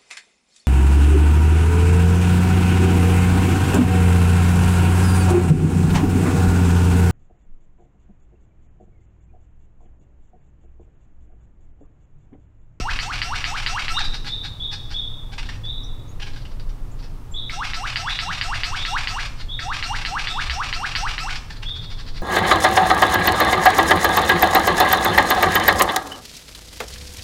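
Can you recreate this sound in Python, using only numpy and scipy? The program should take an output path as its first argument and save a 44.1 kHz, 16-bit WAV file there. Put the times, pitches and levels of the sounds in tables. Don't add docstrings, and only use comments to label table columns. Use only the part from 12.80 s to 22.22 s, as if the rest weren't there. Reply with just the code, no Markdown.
import sys
import numpy as np
from scipy import signal
from scipy.fft import rfft, irfft
from scipy.io import wavfile
from scipy.ndimage import uniform_filter1d

SR = 44100
rng = np.random.default_rng(int(sys.argv[2]) if len(sys.argv) > 2 else 0)


def transcribe(signal):
    frames = np.atleast_2d(signal).T
    limited = np.clip(frames, -1, 1)
    pcm = np.round(limited * 32767).astype(np.int16)
    wavfile.write(sys.argv[1], SR, pcm)


def volts_from_decibels(level):
    exponent = np.asarray(level, float) / 20
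    return 10 ** exponent


N = 415422
LEAD = SR // 5

# (frequency [Hz], level [dB per Hz])
FOREST_SPECTRUM = [(350, -15), (600, -7), (688, -6), (916, -5.5), (1310, -8), (1500, -14), (3180, -19.5),
                   (3400, -20), (15700, -30.5)]
FOREST_DB = -52.5
# (frequency [Hz], level [dB per Hz])
WIND_SPECTRUM = [(7.1, -13.5), (12, 11), (29, 8.5), (40, -1.5), (60, -13.5), (117, -10), (204, -30.5),
                 (252, -28.5), (333, -34.5), (600, -39), (780, -60), (1320, -120)]
# (time [s], level [dB])
GUST = [(0, -28), (.7, -35.5), (1.301, -32), (1.8, -37.5), (2.2, -34.5), (3, -32.5), (4.698, -33),
        (5.2, -37), (5.802, -32.5), (6.301, -34.5), (7.0, -34.5), (7.4, -32), (7.7, -35), (8.1, -32.5),
        (9.1, -34.5), (9.42, -29.5)]
# (low edge [Hz], high edge [Hz], steady level [dB], share of gust followed [1], own wander [dB])
WIND_BANDS = [
    (7.95, 49.5, -28.5, 1, 0.33),
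    (48.5, 193, -36., 0.055, .5),
    (189.8, 563, -48, 0.53, .5),
]
# (time [s], pitch [Hz], length [s], level [dB])
KNOCKS = [
    (5.5, 171.3, 0.02, -34),
    (7.72, 65.9, 0.042, -24.5),
    (9.03, 166, 0.03, -37.5),
]
# (time [s], length [s], first pitch [Hz], last pitch [Hz], level [dB])
FAR_WHISTLES = [(1.14, 0.034, 3630, 3970, -29), (1.481, .05, 3510, 3850, -32.5),
                (1.798, 0.038, 3380, 3795, -31), (2.138, 0.031, 3364, 3700, -29),
                (2.835, 0.062, 3430, 3870, -35.5), (4.538, 0.038, 3370, 3890, -33),
                (5.266, 0.053, 3370, 4014, -33.5), (5.966, 0.053, 3276, 3836, -34),
                (6.685, 0.043, 3320, 3800, -34), (7.46, 0.041, 3395, 3840, -34),
                (8.853, 0.037, 3326, 3714, -32.5)]
# (time [s], length [s], first pitch [Hz], last pitch [Hz], level [dB])
CHIRPS = [
    (3.032, .015, 5150, 6000, -48),
    (3.277, .026, 6050, 6800, -57),
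    (4.112, .011, 6240, 7600, -58),
    (4.513, 0.015, 7320, 7350, -48),
]

# (click time [s], click peak [dB], click to top of whoop [ms], whoop level [dB])
FIGURES = [(-0.036, -15, 138.4, -30), (0.19, -13.5, 136.4, -30), (0.418, -11.5, 132.4, -28.5),
           (0.6424, -12, 127, -28.5), (0.8633, -11.5, 126, -28), (1.0822, -14, 113, -29),
           (4.697, -30, 142, -28), (4.935, -17.5, 132.5, -29.5), (5.159, -11.5, 134, -26),
           (5.3901, -12.5, 129, -27.5), (5.613, -11, 131, -26.5), (5.8348, -11.5, 125, -30.5),
           (6.0518, -14.5, 125, -26.5), (6.2733, -12.5, 124, -28), (6.792, -34, 140.4, -26.5),
           (7.0268, -14.5, 129.4, -27.5), (7.251, -13.5, 133.4, -26.5), (7.4724, -13.5, 134, -29.5),
           (7.6982, -13, 133, -26.5), (7.928, -13, 130, -27), (8.1528, -12, 127, -27.5),
           (8.3811, -15, 116.5, -29)]
# (share of the way to the top [1], pitch [Hz], level [dB])
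LOW_VOICE = [(.2, 650, -32), (.27, 680, -14), (.45, 720, -13.5), (.63, 800, -3.5), (.74, 980, -1.5),
             (.85, 1270, 1), (.94, 1700, 2.5), (.995, 2250, -8), (1.03, 3200, -22)]
# (share of the way to the top [1], pitch [Hz], level [dB])
UPPER_VOICE = [(.04, 1230, -14), (.16, 1285, 0), (.39, 1340, 1), (.75, 1400, -1), (.82, 1680, -2),
               (.9, 2200, -4), (.95, 2400, -26)]
# (partial number [1], level [dB])
OVERTONES = [(3, -39), (4, -0.5), (5, -19), (6, -10), (7, -20.5), (8, -21), (9, -21), (10, -22)]
OVERTONE_DB, BEND_FROM_HZ, BEND_DB_PER_OCTAVE = -4.5, 1320, -45
# (peak, rise, fall [shares of the way], peak level [dB], later level [dB])
BLOOM = (.25, .13, .11, 5.5, -12.)
USUAL_MS, UPPER_DB, RASP_DB = 117.7, -42.5, -24.5
UPPER_DB_PER_MS, RASP_DB_PER_MS = -0.27, -0.0235
# (delay [s], rise [s], fall [s], level [dB], pulse rate [Hz], mouth resonance [Hz])
OPENING_AIR = [
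    (.006, 0.0038, 0.023, -1, 1500, 4510),
    (.035, 0.045, 0.05, -7, 1500, 6260),
    (.03, 0.015, 0.027, -14.5, 1500, 8600),
]
OPEN_SPREAD_DB, OPEN_SPREAD_SHARE = 2, 0.043
# (delay after top [s], rise [s], fall [s], level [dB], slide per cycle [1], mouth resonance [Hz])
CLOSING_RASPS = [
    (.012, 0.018, 0.012, 0.5, -.03, 2470),
    (.034, 0.0083, 0.0069, 0.5, 0.06, 2560),
    (0.061, 0.013, 0.013, -1.5, 0.064, 2570),
]
# (time [s], pitch [Hz], level [dB])
FALLING_NOTE = [
    (1.19, 1450, -37),
    (1.192, 1288, -39),
    (1.201, 950, -36),
    (1.209, 848, -25),
    (1.221, 680, -34.5),
    (1.225, 640, -55),
]
# (loudest time [s], rise [s], level [dB], mouth resonance [Hz])
SWELLING_RASPS = [(1.25, 0.011, -29.5, 4370), (1.348, 0.019, -33, 4900), (1.478, .022, -31, 4050),
                  (1.655, .025, -36, 3970), (1.935, 0.022, -34.5, 4900), (2.123, 0.023, -39, 4760),
                  (2.534, 0.017, -41, 1000), (2.665, .018, -43.5, 3800), (3.428, .014, -36, 2980),
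                  (3.475, 0.016, -38.5, 2440), (3.504, 0.0076, -48, 3000), (8.708, 0.0085, -33.5, 1830),
                  (8.832, 0.0097, -35, 2740)]
RASP_FALL_SHARE, RASP_HZ = 0.69, 821
# (loudest time [s], fall [s], level [dB], mouth resonance [Hz])
ABRUPT_RASPS = [(1.193, 0.0045, -27, 4200), (1.447, .0092, -39, 1320), (2.583, 0.02, -31.5, 2550),
                (2.63, .0053, -38.5, 2600), (2.691, 0.011, -33.5, 1880), (2.715, 0.12, -47.5, 2630),
                (2.852, 0.0093, -49, 4460), (3.4, 0.011, -41.5, 2600), (3.536, 0.013, -45, 4020),
                (3.563, .0035, -41, 1670), (3.57, 0.019, -45.5, 4630), (3.653, 0.013, -45.5, 2820),
                (3.798, 0.0089, -46, 4400), (3.893, 0.015, -51, 5900), (4.228, .038, -50, 5200),
                (8.557, 0.012, -33, 5130), (8.723, 0.013, -44.5, 4700)]
ABRUPT_RISE_S, ABRUPT_HZ = 0.0036, 860
# (loudest time [s], rise [s], level [dB])
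PUFFS = [(3.621, 0.018, -52), (3.72, 0.032, -56.5), (4.2, 0.014, -51), (6.613, .03, -40),
         (8.769, 0.0099, -44.5), (8.893, 0.016, -47), (8.971, 0.026, -45), (9.045, 0.046, -48),
         (9.125, .038, -43.5), (9.21, .038, -43), (9.29, 0.032, -43), (9.381, 0.044, -42.5)]
PUFF_FALL_S, PUFF_HZ, PUFF_MOUTH_HZ = 0.0072, 1497, 4480
# (time [s], length [s], first pitch [Hz], last pitch [Hz], level [dB])
PIPS = [
    (4.696, 0.0031, 2680, 1970, -20),
    (6.7908, 0.0043, 2460, 1640, -20.5),
]
# (frequency [Hz], level [dB])
THROAT = [(500, -12), (750, 1.5), (1500, 6.5), (2600, 3.5), (3600, 4), (4500, 1.5), (5900, -3.5),
          (6400, -13.5), (7000, -10), (7600, -17.5), (8400, -15), (9100, -20), (12500, -25), (16000, -68)]


def add(track, s, sound):
    i = int(round(s * SR)) + LEAD
    track[i:i + len(sound)] += sound[:len(track) - i]


def colour(x, shape, mouth_hz=1., mouth_db=0.):
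    hz = np.fft.rfftfreq(len(x), 1 / SR) + 1
    at, db = np.transpose(shape)
    db = np.interp(np.log(hz), np.log(at), db, left=-70, right=-70)
    gain = volts_from_decibels(db + mouth_db * np.exp(-(np.log2(hz / mouth_hz) / 0.26) ** 2))
    cepstrum = irfft(np.log(gain), len(x))
    cepstrum[1:len(x) // 2] *= 2
    cepstrum[len(x) // 2 + 1:] = 0
    coloured = irfft(rfft(x) * np.exp(rfft(cepstrum)), len(x))
    return coloured / np.sqrt(np.mean(gain ** 2))


def walk(size, rate):
    k = max(int(SR / rate), 1)
    held = rng.standard_normal(size + SR)[np.arange(size) // k]
    return 1.52 * uniform_filter1d(uniform_filter1d(held, k), k)


def scatter(x, t60, build, wet_db, shape):
    t = np.arange(2 * SR) / SR
    tail = colour(rng.standard_normal(len(t)), shape)
    tail = tail * (1 - np.exp(-t / build)) * 1000. ** (-t / t60)
    return signal.fftconvolve(x, volts_from_decibels(wet_db) * tail / np.sqrt(np.sum(tail ** 2)))[:len(x)]


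def forest_hiss():
    level = volts_from_decibels(FOREST_DB + 0.067 * walk(size=N, rate=4.9))
    return level * colour(rng.standard_normal(N), FOREST_SPECTRUM)


def wind():
    s, db = np.transpose(GUST)
    gust_db = np.interp(np.arange(N) / SR, s, db - db.mean())
    rumble = colour(rng.standard_normal(N), WIND_SPECTRUM)
    out = 0
    for low_hz, high_hz, db, share, wander_db in WIND_BANDS:
        band = signal.butter(3, (low_hz, high_hz), "band", fs=SR, output="sos")
        part = signal.sosfilt(band, rumble)
        level_db = db + share * gust_db + wander_db * walk(size=N, rate=2.5)
        out = out + volts_from_decibels(level_db) * part / part.std()
    return out


def knocks():
    t = np.arange(N) / SR
    out = 0
    for s, hz, length, db in KNOCKS:
        out = out + volts_from_decibels(db) * np.exp(-((t - s) / length) ** 2) * np.sin(2 * np.pi * hz * (t - s))
    return out


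def whistles(table, bend):
    track = np.zeros(N + LEAD)
    for s, length, from_hz, to_hz, db in table:
        way = np.arange(int(length * SR)) / (length * SR)
        pitch = from_hz + (to_hz - from_hz) * np.sin(np.pi / 2 * way ** bend) ** 2
        swell = np.sqrt(np.sqrt(np.sin(np.pi * way)))
        add(track, s, volts_from_decibels(db) * swell * np.sin(2 * np.pi * np.cumsum(pitch) / SR))
    return track


def click(db):
    t = np.arange(-60, 60) / SR * volts_from_decibels(0.19 * (db + 5))
    snap = np.exp(-(t / .00056) ** 2) * np.cos(2 * np.pi * (2450 * t + 1.25e6 * t ** 2) - .45)
    snap = snap + volts_from_decibels(-8.5) * np.exp(-((t - .0003) / 0.0006) ** 2) * np.sin(2 * np.pi * 4700 * t)
    out = np.zeros(1024)
    for lag_s, echo_db in ((0, 0), (.00105, -8), (.0077, -13), (.009, -9), (.0175, -13)):
        i = int(lag_s * SR)
        out[i:i + len(t)] += volts_from_decibels(db + echo_db) * snap
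    return signal.sosfiltfilt(signal.butter(2, 1120, "high", fs=SR, output="sos"), out)


def low_voice(way, whoop_db):
    at, hz, db = np.transpose(LOW_VOICE)
    pitch = np.exp(np.interp(way, at, np.log(hz)))
    level_db = np.interp(way, at, db, left=-90, right=-90) + whoop_db + 3.0
    level_db = level_db + 2.0 * walk(size=8192, rate=90)
    return volts_from_decibels(level_db) * np.sin(2 * np.pi * np.cumsum(pitch) / SR)


def upper_voice(way, upper_db):
    at, hz, db = np.transpose(UPPER_VOICE)
    pitch = np.interp(way, at, hz)
    second = volts_from_decibels(np.interp(way, at, db, left=-90, right=-90))
    thin = volts_from_decibels(BEND_DB_PER_OCTAVE * np.maximum(np.log2(pitch / BEND_FROM_HZ), 0))
    peak, rise, fall, peak_db, after_db = BLOOM
    bloom = volts_from_decibels(peak_db) * np.exp(-((way - peak) / np.where(way < peak, rise, fall)) ** 2)
    first = second * (bloom + (way > peak) * volts_from_decibels(after_db) * thin)
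    higher = second * thin * volts_from_decibels(OVERTONE_DB)
    pitch = pitch * (1 + .015 * rng.standard_normal() + .011 * walk(size=8192, rate=300))
    phase = 2 * np.pi * np.cumsum(pitch) / SR
    flutter = 1 + .35 * walk(size=8192, rate=300)
    partials = sum(volts_from_decibels(db) * np.sin(int(k) * phase) for k, db in OVERTONES)
    overtones = higher * (0.11 + walk(size=8192, rate=800)) * partials
    tone = first * np.sin(phase) + second * flutter * np.sin(2 * phase) + overtones
    return volts_from_decibels(upper_db + 7.0) * tone


def rasp(track, s, rise, fall, db, hz, mouth_hz, jitter, breath, glide=0., mouth_db=7.0):
    chance = rng.standard_normal((3, 4096))
    slide = np.clip(glide * (np.arange(4096) - 2048 * hz / SR), -.45, .45)
    periods = SR / hz * np.exp(jitter * chance[0] - slide + min(glide, 0) * 8)
    at = np.cumsum(periods).astype(int)
    at = at[at < 4096]
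    pulses = np.zeros(4096)
    pulses[at] = -np.sqrt(SR / hz) * volts_from_decibels(2.8 * chance[1, :len(at)])
    clumps = volts_from_decibels(2.5 * walk(size=4096, rate=450))
    t = (np.arange(4096) - 2048) / SR
    swell = np.exp(-1.6 * np.where(t < 0, t / rise, t / fall) ** 2)
    source = swell * (pulses + breath * clumps * chance[2])
    add(track, s - 2048 / SR, volts_from_decibels(db) * colour(source, THROAT, mouth_hz, mouth_db))


def falling_note():
    s, hz, db = np.transpose(FALLING_NOTE)
    t = np.arange(s[0], s[-1], 1 / SR)
    phase = 2 * np.pi * np.cumsum(np.interp(t, s, hz)) / SR
    partials = sum(volts_from_decibels(-2.5 * abs(k - 2)) * np.cos(k * phase) for k in range(1, 8))
    return volts_from_decibels(np.interp(t, s, db)) * partials


def figure(track, s, click_db, top_ms, whoop_db):
    delay_ms, top_s = top_ms - USUAL_MS, top_ms / 1000
    upper_db = UPPER_DB + UPPER_DB_PER_MS * delay_ms
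    rasp_db = RASP_DB + RASP_DB_PER_MS * delay_ms
    add(track, s - 60 / SR, click(click_db + 3))
    way = np.arange(8192) / SR / top_s
    add(track, s, low_voice(way, whoop_db) + upper_voice(way, upper_db))
    air_db = (upper_db + max(click_db, -15) - 17) / 2
    for after, rise, fall, db, hz, mouth_hz in OPENING_AIR:
        db = db + OPEN_SPREAD_DB * rng.standard_normal()
        mouth_hz = mouth_hz * (1 + OPEN_SPREAD_SHARE * rng.standard_normal())
        rasp(track, s + after, min(rise, after / 2), fall, air_db + db, hz, mouth_hz,
             jitter=0.52, breath=2.12, mouth_db=11.0)
    if abs(s + top_s - FALLING_NOTE[0][0]) < .05:
        return
    for after, rise, fall, db, glide, mouth_hz in CLOSING_RASPS:
        rasp(track, s + top_s + after, rise, fall, rasp_db + db - 4, 900, mouth_hz,
             jitter=.1, breath=.45, glide=glide)


def lyrebird():
    track = np.zeros(N + LEAD)
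    for s, click_db, top_ms, whoop_db in FIGURES:
        figure(track, s, click_db, top_ms, whoop_db)
    add(track, FALLING_NOTE[0][0], falling_note())
    for s, rise, db, mouth_hz in SWELLING_RASPS:
        rasp(track, s, rise, RASP_FALL_SHARE * rise, db, RASP_HZ, mouth_hz, jitter=.09, breath=.5)
    for s, fall, db, mouth_hz in ABRUPT_RASPS:
        rasp(track, s, ABRUPT_RISE_S, fall, db, ABRUPT_HZ, mouth_hz, jitter=.14, breath=.6)
    for s, rise, db in PUFFS:
        rasp(track, s, rise, PUFF_FALL_S, db, PUFF_HZ, PUFF_MOUTH_HZ, jitter=0.66, breath=1.07, mouth_db=6.5)
    return track + whistles(PIPS, bend=0.54)


def scene():
    background = forest_hiss() + wind() + knocks()
    far, small, bird = whistles(FAR_WHISTLES, bend=1.22), whistles(CHIRPS, bend=0.63), lyrebird()
    birds = 0.89 * far + scatter(far, 0.81, 0.0031, 3.9, [(2000, 0), (6000, 0)])
    birds += small + scatter(small, 0.14, 0.0029, -1, [(3000, -6), (10000, 6)])
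    birds += bird + scatter(bird, 0.14, 0.0031, -4, [(400, -3.0), (1200, -4.5), (2600, -1.5), (4500, 1.5),
                                                     (8000, 3.5), (16000, -16)])
    birds += scatter(bird, 0.49, 0.074, -9.0, [(400, -4.0), (1500, -6.0), (4000, -4.5), (8000, 3.0), (16000, -9)])
    return (birds[LEAD:] + background)[None]


def band_limit(x):
    return signal.sosfilt(signal.butter(12, 15960, fs=SR, output="sos"), x)


def record(dry):
    return band_limit(dry)


dry = scene()
out = record(dry)
transcribe(out)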